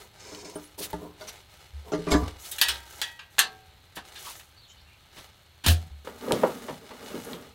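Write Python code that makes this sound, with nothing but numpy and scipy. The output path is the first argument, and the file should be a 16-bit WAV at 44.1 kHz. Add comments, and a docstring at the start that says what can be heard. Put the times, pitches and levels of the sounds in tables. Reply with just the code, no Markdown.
"""Inside a tent, a few steps from the microphone: faint air and a rustle of sleeves and gloves throughout.
First a metal-topped table is dragged, knocked and stood on its legs: filtered slips, then decaying modes.
Next a steel mesh table clacks as it snaps open, rings, and creaks; wavering tones make the squeaks.
Its feet slap the floor with a thud, a slowly rising swing; last, a small board table is rubbed and knocked."""
import sys
import numpy as np
from scipy import signal
from scipy.fft import rfft, irfft, next_fast_len
from scipy.io import wavfile

SR = 44100
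rng = np.random.default_rng(int(sys.argv[2]) if len(sys.argv) > 2 else 0)


def dump(signal):
    """Clip the signal to [-1, 1] and save it as 16-bit WAV at the path in sys.argv[1]."""
    limited = np.clip(np.atleast_2d(signal).T, -1, 1)
    pcm = np.round(limited * 32767).astype(np.int16)
    wavfile.write(sys.argv[1], SR, pcm)


N = 332514  # length in samples


def amp(db):
    """Decibels to gain."""
    return 10 ** (np.asarray(db) / 20)


def unit(x):
    """Scale to rms 1."""
    return x / np.sqrt(np.mean(x ** 2) + 1e-18)


def add(out, s, x):
    """Mix x into out from time s on."""
    i = max(int(s * SR), 0)
    out[i:i + len(x)] += x[:max(N - i, 0)]


def decay(t, t60):
    """Ring dying away by 60 dB in t60 seconds."""
    return np.exp(-np.log(1000) * t / t60)


def bins(size):
    """Frequencies of an FFT, kept above zero."""
    return np.maximum(np.arange(size // 2 + 1) * SR / size, 1)


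def shape(f, points, tilt_db=0):
    """Gain at frequencies f of a spectrum, tilted per octave above its first point."""
    hz, db = np.transpose(points)[:2]
    octaves = np.log2(np.maximum(f, hz[0]) / hz[0])
    return amp(np.interp(np.log(f), np.log(hz), db) + tilt_db * octaves)


def colour(x, points, tilt_db=0):
    """Give x a spectrum; rms 1."""
    size = next_fast_len(len(x), True)
    spectrum = rfft(x, size) * shape(bins(size), points, tilt_db)
    return unit(irfft(spectrum, size)[:len(x)])


def walk(rate, size):
    """Random curve: rate normal draws per SR steps, joined by straight lines."""
    place = np.arange(size) * rate / SR
    count = int(place[-1]) + 2
    return np.interp(place, np.arange(count), rng.standard_normal(count))


def tent(x, count=28):
    """Ground, table tops and walls send back early echoes that comb the sound."""
    out = x.copy()
    lags_s = rng.uniform(.001, .03, count)
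    for lag_s, sign in zip(lags_s, rng.choice([-1, 1], count)):
        i = int(lag_s * SR) + 1
        out[i:] += sign * 0.48 * np.exp(-lag_s / 0.0083) * x[:-i]
    return out


def friction(size, grain_db):
    """Tiny slips of uneven size, bunched where the surfaces catch."""
    catch_db = 1.6 * walk(55, size)
    return rng.standard_normal(size) * amp(grain_db * walk(900, size) + catch_db)


def strokes(rows, attack_share, release_s):
    """Gain of strokes that gather speed over a share of their length, hold, and die as the hand stops."""
    out = np.zeros(N)
    for s, length_s, db in rows:
        t = np.arange(int(length_s * SR) + SR // 2) / SR
        attack = 1 - np.exp(-t / (attack_share * length_s))
        release = np.exp(-np.maximum(t - length_s, 0) / release_s)
        add(out, s, amp(db) * attack * release)
    return out


def rub(rows, spectrum):
    """A hand's drags: friction, combed by the tent and coloured by the surface it stirs."""
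    gain = strokes(rows, attack_share=0.16, release_s=0.06)
    return gain * colour(tent(friction(N, grain_db=2.5)), spectrum)


def contact(f, tilt_db, cut_hz):
    """A softer contact pushes for longer and leaves the high modes still."""
    octaves = np.log2(np.clip(f, 150, None) / 1000)
    return amp(tilt_db * octaves) / np.sqrt(1 + (f / cut_hz) ** 4)


def strike(body, modes, modes_db, crack, ragged_db, tilt_db, cut_hz, rise_s, size=32768, count=1100):
    """One blow: a crowd of weak modes and a few strong ones; rms 1 over the first count samples."""
    t, f = np.arange(size) / SR, bins(size)
    hz, _, t60 = np.transpose(body)
    # the upper modes cluster, with gaps between the clusters
    clusters = amp(ragged_db * walk(700, len(f)) * np.minimum(f / 1500, 1))
    crowd = np.exp(2j * np.pi * rng.random(len(f))) * shape(f, body) * clusters
    crowd *= contact(f, tilt_db, cut_hz) / np.std(irfft(crowd))
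    # neighbouring bands of the crowd cross-fade, each with its own decay
    y = np.zeros(size)
    for row, life in zip(np.eye(len(hz)), t60):
        share = np.interp(np.log(f), np.log(hz), row)
        y += irfft(crowd * share) * decay(t, life)
    spots = rng.uniform(-1, 1, len(modes))
    for k, ((mode_hz, db, life), spot) in enumerate(zip(modes, spots)):
        # every mode starts from rest; the place of the blow decides how much it gets
        gain = amp(db + modes_db + 2 * spot) * contact(mode_hz, tilt_db, cut_hz)
        y += (-1) ** k * gain * np.sin(2 * np.pi * mode_hz * t) * decay(t, life)
    y *= 1 + crack * np.exp(-t / 0.0011)  # the direct sound leads the tent's reflections
    y *= 1 - np.exp(-t / rise_s)
    return y / np.std(y[:count])


def blows(rows, body, modes, modes_db, crack, ragged_db):
    """All the blows on one object; modes_db sets its strong modes against the crowd."""
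    out = np.zeros(N)
    for s, db, tilt_db, cut_hz, rise_s in rows:
        hit = strike(body, modes, modes_db, crack, ragged_db, tilt_db, cut_hz, rise_s)
        add(out, s, amp(db) * hit)
    return out


def squeal(rows, partials):
    """A gliding, wavering, trembling tone with its partials, blurred twice by the tent's echoes."""
    wobbles_per_s, tremble_db = 450, 3
    out = np.zeros(N)
    for s, length_s, first_hz, last_hz, wobble_hz, db in rows:
        size = int(length_s * SR)
        hz = np.linspace(first_hz, last_hz, size) + wobble_hz * walk(wobbles_per_s, size)
        phase = 2 * np.pi * np.cumsum(hz) / SR
        tone = sum(amp(part_db) * np.sin(multiple * phase) for multiple, part_db in partials)
        tone *= np.hanning(size) * amp(tremble_db * walk(wobbles_per_s, size))
        echoed = tent(tent(np.pad(tone, (0, size))))
        add(out, s, amp(db) * unit(echoed) / np.sqrt(2))
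    return out


# outdoor air reaching the microphone: [f/Hz, relative level per Hz/dB]
AIR_SPECTRUM = [(25, -6.5), (50, 4.5), (78, 12.5), (120, 4.5), (250, -9.5), (500, -12.5), (1000, -11),
                (2000, -12), (4300, -8), (5200, -33), (9000, -38), (14000, -21), (16000, -48)]


def air():
    """A faint hiss over a low outdoor rumble, wavering slightly."""
    level_db = -58 + .5 * walk(5, N)
    return amp(level_db) * colour(rng.standard_normal(N), AIR_SPECTRUM)


def fabric():
    """The weave rubs while small creases flick over."""
    creases_per_s, crease_db = 75, -4  # crease level is against the rubbing
    flicks = rng.random(N) < creases_per_s / SR
    creases = flicks * rng.uniform(-0.95, 1, N)
    return unit(friction(N, grain_db=2.5)) + amp(crease_db) * unit(creases)


# arm movements: [t/s, length/s, rustle level/dB, top hiss level/dB], levels before attack and release
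ARM_MOVES = [(0, 0.0023, -49, -52.5), (0.134, 0.2, -54, -76), (0.535, 0.11, -57.5, -57.5),
             (0.804, 0.1, -49.5, -54), (1.174, 0.18, -50, -59.5), (1.477, 0.19, -57, -64.5),
             (1.743, 0.22, -56.5, -86), (1.975, 0.29, -48, -76), (2.275, 0.0086, -49.5, -69.5),
             (2.375, 0.34, -51, -46), (2.662, 0.11, -47.5, -60), (2.852, 0.21, -50, -52.5),
             (3.297, 0.19, -59.5, -62.5), (4.033, 0.13, -52.5, -61), (4.164, 0.2, -51.5, -48.5),
             (5.122, 0.12, -51.5, -61), (5.736, 0.09, -54.5, -62), (6.047, 0.0069, -48.5, -56),
             (6.095, 0.43, -62, -61), (6.182, 0.23, -50, -68), (6.41, 0.35, -50.5, -56.5),
             (6.835, 0.25, -51.5, -62.5), (7.03, 0.3, -49, -54), (7.4, 0.088, -58, -68)]
# rustle of sleeves and gloves: [f/Hz, relative level per Hz/dB]
CLOTH_SPECTRUM = [(100, 0), (400, 10), (1100, 7.5), (2200, 5.5), (4000, 5.5), (6500, -3), (9000, -5),
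                  (16000, -20.5)]
# top hiss of the cloth: [f/Hz, relative level per Hz/dB]
CLOTH_HISS_SPECTRUM = [(3000, -46.5), (6000, 1.5), (8500, -2.5), (12000, -2.5), (16000, -7)]


def clothes():
    """Arm movements rub cloth on cloth; between them clothes never quite come to rest."""
    fidget_db, fidget_hiss_db = -63, -71
    attack_share, release_s = 0.13, 0.053
    rustle_rows = [(s, length_s, db) for s, length_s, db, _ in ARM_MOVES]
    hiss_rows = [(s, length_s, db) for s, length_s, _, db in ARM_MOVES]
    rustle_gain = np.hypot(strokes(rustle_rows, attack_share, release_s), amp(fidget_db))
    hiss_gain = np.hypot(strokes(hiss_rows, attack_share, release_s), amp(fidget_hiss_db))
    rustle = rustle_gain * colour(tent(fabric()), CLOTH_SPECTRUM)
    return rustle + hiss_gain * colour(tent(fabric()), CLOTH_HISS_SPECTRUM)


# a hand drags over the metal top: [t/s, length/s, level before attack and release/dB]
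PANEL_DRAGS = [(0, 0.0055, -53.5), (.2, 0.36, -48), (.778, 0.021, -42.5), (.98, 0.075, -44.5),
               (1.2, 0.025, -50), (1.845, 0.063, -45), (2.16, 0.049, -39.5)]
# low resonances the drag stirs: [f/Hz, relative level per Hz/dB]
PANEL_DRAG_SPECTRUM = [(80, -15.5), (170, 3), (230, -2.5), (310, -8.5), (430, 11), (530, 3.5), (630, -11.5),
                       (750, -2.5), (870, 1.5), (1300, -15.5), (3000, -27)]


def panel_drags():
    """Slips of a glove stir the metal top's low resonances."""
    return rub(PANEL_DRAGS, PANEL_DRAG_SPECTRUM)


# the metal top slides along a sleeve: [t/s, length/s, level before attack and release/dB]
PANEL_SLIDES = [(.17, 0.23, -48.5), (.445, 0.0061, -45.5)]
# metal on cloth: [f/Hz, relative level per Hz/dB]
SLIDE_SPECTRUM = [(1000, -18), (2000, 7), (3400, -3), (4430, 9), (4800, 3), (5200, 11), (5900, 6),
                  (6510, 8), (8000, 2.5), (11000, -13), (16000, -22)]


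def panel_slides():
    """Slips of metal along cloth, strongest in the treble."""
    return rub(PANEL_SLIDES, SLIDE_SPECTRUM)


# knocks of the metal top: [t/s, level/dB, tilt/dB per octave, contact cut-off f/Hz, rise/s]
PANEL_KNOCKS = [(.318, -44, 2, 3030, 0.0078), (.348, -47, 11, 4020, .0005), (.452, -46, 1.5, 8000, 0.0041),
                (.5565, -35, 1.5, 3000, 0.0015), (.781, -46, 3, 4000, 0.015), (.930, -38, 8, 696, 0.003),
                (.940, -39, 8.5, 750, 0.00074), (1.018, -40.5, -0.5, 1000, 0.01),
                (1.209, -44, 14, 750, 0.0037), (1.919, -30, 1.5, 7000, 0.0032),
                (1.933, -24.5, -0.5, 6000, 0.0033), (1.949, -38.5, 3.5, 5000, 0.0004),
                (1.988, -32.5, -5, 600, 0.0028), (2.068, -28, -3, 7000, 0.007),
                (2.086, -35, 2.5, 7100, 0.0025), (2.104, -24, 3.5, 9000, 0.025),
                (2.118, -26.5, 5, 7930, 0.0014), (2.138, -25, 3, 4500, 0.0014),
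                (2.149, -22.5, -3.5, 1204, 0.0019)]
# crowded weak modes of the metal table: [f/Hz, relative level per Hz/dB, t60/s]
PANEL_BODY = [(62.5, -5, 0.5), (172, -4.5, 0.23), (282, 9, 0.21), (351, -19, 0.18), (411, 3, 0.35),
              (580, -7, 0.16), (660, 2, 0.12), (1210, -5.5, 0.18), (2620, -15, 0.093), (5860, -20, 0.17),
              (15100, -33, 0.086)]
# strong modes of the metal top: [f/Hz, relative level/dB, t60/s]
PANEL_MODES = [(168.9, -2, 0.27), (299.9, 3, 0.36), (407, 7.5, 0.1), (437, -7, 0.36), (510.4, -14.5, 0.34),
               (624.7, 1.5, 0.15), (865, -11, .16), (1195, -17, 0.33), (1424, -15.5, .14)]


def panel_knocks():
    """The metal top bongs on its few strong low modes."""
    return blows(PANEL_KNOCKS, PANEL_BODY, PANEL_MODES, modes_db=2.0, crack=3.6, ragged_db=9.5)


# latch ticks: [t/s, level/dB, tilt/dB per octave, contact cut-off f/Hz, rise/s]
LATCH_TICKS = [(.348, -58, -3, 8000, .0002), (.4985, -53.5, 7, 8000, 0.00022),
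               (.930, -50, 5, 14000, 0.00056), (6.3215, -30.5, 1.5, 14000, 0.000037),
               (7.249, -52, 9, 12000, 0.00033), (7.332, -43.5, -7.5, 4500, 0.00027)]
# crowded weak modes of a latch: [f/Hz, relative level per Hz/dB, t60/s]
LATCH_BODY = [(200, -41, 0.045), (2200, -1, 0.12), (3280, 10, 0.3), (6400, -3, 0.22), (10900, 1, 0.13),
              (16000, -15, 0.05)]


def latch_ticks():
    """Small hard parts tick on a crowd of high modes, with no strong one."""
    return blows(LATCH_TICKS, LATCH_BODY, [], modes_db=0, crack=8, ragged_db=2.5)


# squeaks: [t/s, length/s, first f/Hz, last f/Hz, wobble/Hz, relative level/dB]; sounded at 0.98 of these f
SQUEAKS = [(0.549, 0.019, 9800, 8900, 240, -45.5), (0.627, 0.043, 9900, 10400, 730, -57),
           (1.266, 0.039, 6300, 6220, 260, -45.5), (4.234, 0.083, 1244, 986, 69, -47.5),
           (4.555, 0.07, 4530, 4400, 190, -60), (4.57, 0.14, 4100, 3650, 600, -60),
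           (4.735, 0.11, 4310, 3990, 700, -63), (4.83, 0.17, 2750, 2420, 230, -65)]


def squeaks():
    """Stick and slip at an unsteady rate gives a thin, wavering tone."""
    return squeal(SQUEAKS, partials=[(0.98, 0)])


# cloth or a foot slides: [t/s, length/s, relative level/dB, tilt/dB per octave]
SWIPES = [(0.773, 0.048, -37, 4.5), (0.794, 0.088, -35, 1), (0.897, 0.023, -42, 15),
          (1.267, 0.048, -41.5, -2), (2.418, 0.085, -43.5, 0.5), (4.191, 0.18, -44, -1.5),
          (5.148, 0.081, -47, -5.5)]
# a swipe before its tilt: [f/Hz, relative level per Hz/dB]
SWIPE_SPECTRUM = [(100, -14), (600, -7), (1500, 1), (4000, 8), (7000, 1.5), (11000, 3.5), (16000, -4)]


def swipes():
    """Each swish is a short swell of friction, tilted dark or bright."""
    out = np.zeros(N)
    for s, length_s, db, tilt_db in SWIPES:
        size = int(length_s * SR)
        slips = friction(size, grain_db=0.0) * np.hanning(size)
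        padded = np.pad(slips, (0, size))
        add(out, s, amp(db) * colour(padded, SWIPE_SPECTRUM, tilt_db) / 2)
    return out


# soft pushes on the floor or a table top: [t/s, swing level before the rise/dB, f/Hz, t60/s, rise/s]
THUDS = [(0.933, -36, 64, 0.27, 0.0021), (0.937, -32.5, 173.7, 0.25, 0.0018),
         (0.929, -20, 880, 0.063, 0.0048), (1.203, -37.5, 624, 0.28, 0.0096),
         (1.721, -24, 71.6, 0.35, 0.035), (2.119, -17, 43, 0.15, 0.0038),
         (2.136, -19.5, 64.8, 0.46, 0.0023), (2.142, -10, 297.5, 0.16, 0.011),
         (2.218, -24, 85.5, 0.3, 0.0098), (2.669, -37, 65.5, 0.68, 0.021), (5.666, -1, 82.3, 0.28, 0.034),
         (5.90, -31, 72, 0.39, 0.016)]


def thuds():
    """A soft push builds up slowly and moves only one mode."""
    out, t = np.zeros(N), np.arange(SR) / SR
    for s, db, hz, t60, rise_s in THUDS:
        swing = -np.sin(2 * np.pi * hz * t) * decay(t, t60)
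        rise = 1 - np.exp(-(t / rise_s) ** 2)
        add(out, s, amp(db) * swing * rise)
    return out


# knocks of the metal table's legs: [t/s, level/dB, tilt/dB per octave, contact cut-off f/Hz, rise/s]
LEG_KNOCKS = [(2.069, -37, 5, 2500, 0.01), (2.117, -27, 0, 3920, 0.0054),
              (2.146, -30.5, 3.5, 2500, 0.00092), (2.208, -38.5, -6.5, 2000, .001),
              (2.228, -35, 0, 1486, 0.0035)]
# strong modes of the legs: [f/Hz, relative level/dB, t60/s]
LEG_MODES = [(666, -8.5, 0.29), (715, -3, 0.53), (886, -18.5, 0.35), (1002, -0.5, 0.18),
             (1080, -23.5, 0.28), (1117, -3, 0.28), (1172, -1, 0.27)]


def leg_knocks():
    """The legs ring as they land, over the metal table's crowd of modes."""
    return blows(LEG_KNOCKS, PANEL_BODY, LEG_MODES, modes_db=-4, crack=2.0, ragged_db=-1.5)


# clicks of the folded steel frame: [t/s, level/dB, tilt/dB per octave, contact cut-off f/Hz, rise/s]
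FOLDED_CLICKS = [(2.513, -34, 8, 15300, 0.0034), (2.583, -33.5, 2.5, 15000, 0.001),
                 (2.6138, -17, 1.8, 16000, 0.00015), (2.6845, -23.5, 1, 13800, 0.00086),
                 (3.0155, -27.5, 1.5, 7960, 0.00011)]
# crowded weak modes of the steel frame: [f/Hz, relative level per Hz/dB, t60/s]
STEEL_BODY = [(100, -28.5, 0.82), (603, -13.5, 0.34), (830, -3.5, 0.29), (1400, -4, 0.18), (1710, 6, 0.21),
              (2020, -6.5, 0.21), (2893, 4, 0.19), (3700, 2.5, 0.18), (4450, -0.5, 0.19), (5760, -6, 0.15),
              (11160, -5.5, 0.099), (15900, -8, 0.077)]
# strong modes while folded: [f/Hz, relative level/dB, t60/s]
FOLDED_MODES = [(931, -10, .85), (1330, -12, .5), (1597, -7, .55), (1790, 0, .3), (1917, 3.5, .6),
                (2466, -6, .4), (2568, -5, .48), (3090, 1, .33), (3200, 2, .2), (3343, 1, .37),
                (3671, 0, .25), (3865, -5, .34), (4204, -7, .22), (4587, -11, .55), (5421, -6, .27)]


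def folded_clicks():
    """The folded steel frame clacks and rings."""
    return blows(FOLDED_CLICKS, STEEL_BODY, FOLDED_MODES, modes_db=-17.5, crack=1.1, ragged_db=5)


# click of the half-open frame: [t/s, level/dB, tilt/dB per octave, contact cut-off f/Hz, rise/s]
HALF_OPEN_CLICKS = [(3.191, -43, 1, 3430, 0.0012)]
# strong modes while half open: [f/Hz, relative level/dB, t60/s]
HALF_OPEN_MODES = [(1588, -3, .48), (2460, -3, .28), (2767, 4, .22)]


def half_open_clicks():
    """Half open, the frame rings on other strong modes."""
    return blows(HALF_OPEN_CLICKS, STEEL_BODY, HALF_OPEN_MODES, modes_db=-12, crack=1, ragged_db=3.5)


# clicks of the frame swung open: [t/s, level/dB, tilt/dB per octave, contact cut-off f/Hz, rise/s]
OPEN_CLICKS = [(3.3833, -24.5, -1.5, 6000, 0.000097), (3.3908, -16, 0.92, 13000, 0.000072),
               (3.414, -38.5, 0.065, 9000, 0.00018)]
# strong modes once open: [f/Hz, relative level/dB, t60/s]
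OPEN_MODES = [(431, -22, .91), (759, -12, .85), (860, -20, .6), (1109, -9, .35), (1308, -12, .38),
              (1400, -8, .28), (1593, -9, .46), (1720, 1, .12), (2630, 4, .12), (2765, 4, .16),
              (3430, 2, .12), (3690, -3, .13), (3989, -2, .15), (6660, 7, .07)]


def open_clicks():
    """Swung open, the frame snaps and rings differently again."""
    return blows(OPEN_CLICKS, STEEL_BODY, OPEN_MODES, modes_db=-15.5, crack=0.95, ragged_db=6.0)


# frame knocks under gloves or on the floor: [t/s, level/dB, tilt/dB per octave, contact cut-off f/Hz, rise/s]
DAMPED_CLICKS = [(3.953, -44, 4.5, 14300, 0.014), (3.965, -38.5, -7.5, 3460, 0.0049),
                 (4.152, -44, -0.5, 8000, 0.014), (4.396, -50.5, -1.5, 14300, 0.00076),
                 (5.638, -33.5, -1.5, 14300, 0.011), (5.662, -22, 1, 14000, 0.00091),
                 (5.677, -26.5, 14, 14200, 0.0033), (5.683, -22.5, 0.5, 9000, 0.00031),
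                 (5.70, -31.5, 9.5, 14000, 0.021)]


def damped_clicks():
    """A gloved grip or a padded floor cuts the long rings of the crowd short."""
    longest_s = 0.17
    body = [(hz, db, min(t60, longest_s)) for hz, db, t60 in STEEL_BODY]
    return blows(DAMPED_CLICKS, body, OPEN_MODES, modes_db=-28, crack=0.38, ragged_db=2.0)


# dry hinge: [t/s, length/s, first base f/Hz, last base f/Hz, wobble/Hz, relative level/dB]
HINGE_CREAKS = [(4.665, 0.082, 760, 780, 28, -57)]
# overtones of the hinge: [multiple of the base f, relative level/dB]
HINGE_PARTIALS = [(4, 0), (5, -7), (7, -9), (8, -7), (9, -5), (10, -12)]


def hinge_creaks():
    """Stick and slip in a dry hinge gives a stack of overtones, without their base."""
    return squeal(HINGE_CREAKS, HINGE_PARTIALS)


# the mesh table's feet on the floor: [t/s, level/dB, tilt/dB per octave, contact cut-off f/Hz, rise/s]
FLOOR_SLAPS = [(5.640, -45, -7, 900, 0.0045), (5.662, -29, -4, 1190, 0.00046),
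               (5.678, -33, 4.5, 900, 0.00062)]
# crowded weak modes of the floor: [f/Hz, relative level per Hz/dB, t60/s]
FLOOR_BODY = [(61, -11, 0.2), (158, 5, 0.47), (314, -2, 0.26), (697, -6.5, 0.3), (2000, -39, 0.089),
              (8000, -40, 0.098)]
# the floor's one strong mode: [f/Hz, relative level/dB, t60/s]
FLOOR_MODES = [(713, 0.0039, 0.29)]


def floor_slaps():
    """The feet slap the floor, which answers with low, crowded modes."""
    return blows(FLOOR_SLAPS, FLOOR_BODY, FLOOR_MODES, modes_db=-5.0, crack=0.79, ragged_db=5.0)


# a hand drags over the board top: [t/s, length/s, level before attack and release/dB]
BOARD_DRAGS = [(6.046, 0.011, -44), (6.08, 0.24, -50.5), (6.22, 0.1, -39), (6.3, 0.14, -35),
               (6.47, 0.048, -41.5), (6.61, 0.084, -46), (6.78, 0.28, -52.5), (6.98, 0.16, -51.5),
               (7.1, 0.08, -44), (7.24, 0.085, -41.5), (7.35, 0.075, -51.5)]
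# low resonances the drag stirs: [f/Hz, relative level per Hz/dB]
BOARD_DRAG_SPECTRUM = [(70, -25), (150, -5.5), (240, 3.5), (350, -3), (490, 5.5), (700, -8.5), (1150, -6.5),
                       (1700, -14), (4000, -27.5)]


def board_drags():
    """Slips of a glove stir the board's low resonances."""
    return rub(BOARD_DRAGS, BOARD_DRAG_SPECTRUM)


# knocks of the board table: [t/s, level/dB, tilt/dB per octave, contact cut-off f/Hz, rise/s]
BOARD_KNOCKS = [(6.073, -37, 4, 5000, 0.00023), (6.272, -31.5, 0, 700, 0.032),
                (6.309, -22.5, 0.5, 1400, 0.00055), (6.333, -29, -9.5, 1500, 0.0012),
                (6.4342, -17, 3, 1250, 0.00053), (6.684, -34.5, 6, 2300, 0.0034),
                (6.705, -40.5, -14, 900, 0.0018), (6.902, -44, 6, 3000, 0.013),
                (7.14, -35, -6, 1490, 0.014), (7.338, -40.5, -11, 990, 0.012)]
# crowded weak modes of the board: [f/Hz, relative level per Hz/dB, t60/s]
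BOARD_BODY = [(60, -35, 0.31), (129, -16, 0.42), (240, 0, 0.17), (490, 5.5, 0.15), (670, -10.5, 0.27),
              (930, -6, 0.15), (1720, -17.5, 0.12), (4040, -29.5, 0.13), (14900, -53, 0.045)]
# strong modes of the board: [f/Hz, relative level/dB, t60/s]
BOARD_MODES = [(399, -5, 0.13), (497, 0, 0.19), (551, 1.5, 0.072), (624, -4, 0.15), (946, -8.5, 0.2)]


def board_knocks():
    """The board knocks dully on short, low modes."""
    return blows(BOARD_KNOCKS, BOARD_BODY, BOARD_MODES, modes_db=-6, crack=2.0, ragged_db=2.5)


def scene():
    """Everything in and around the tent, in one channel."""
    ambience = air() + clothes()
    metal_table = panel_drags() + panel_slides() + panel_knocks() + leg_knocks()
    small_sounds = latch_ticks() + squeaks() + swipes() + thuds()
    mesh_table = folded_clicks() + half_open_clicks() + open_clicks() + damped_clicks()
    mesh_table += hinge_creaks() + floor_slaps()
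    board_table = board_drags() + board_knocks()
    return (ambience + metal_table + small_sounds + mesh_table + board_table)[None]


def record(dry):
    """The recorder behind the microphone cuts steeply above 16 kHz."""
    top_cut = signal.ellip(10, .1, 80, 16000, fs=SR, output="sos")
    return signal.sosfilt(top_cut, dry)


dry = scene()
out = record(dry)
dump(out)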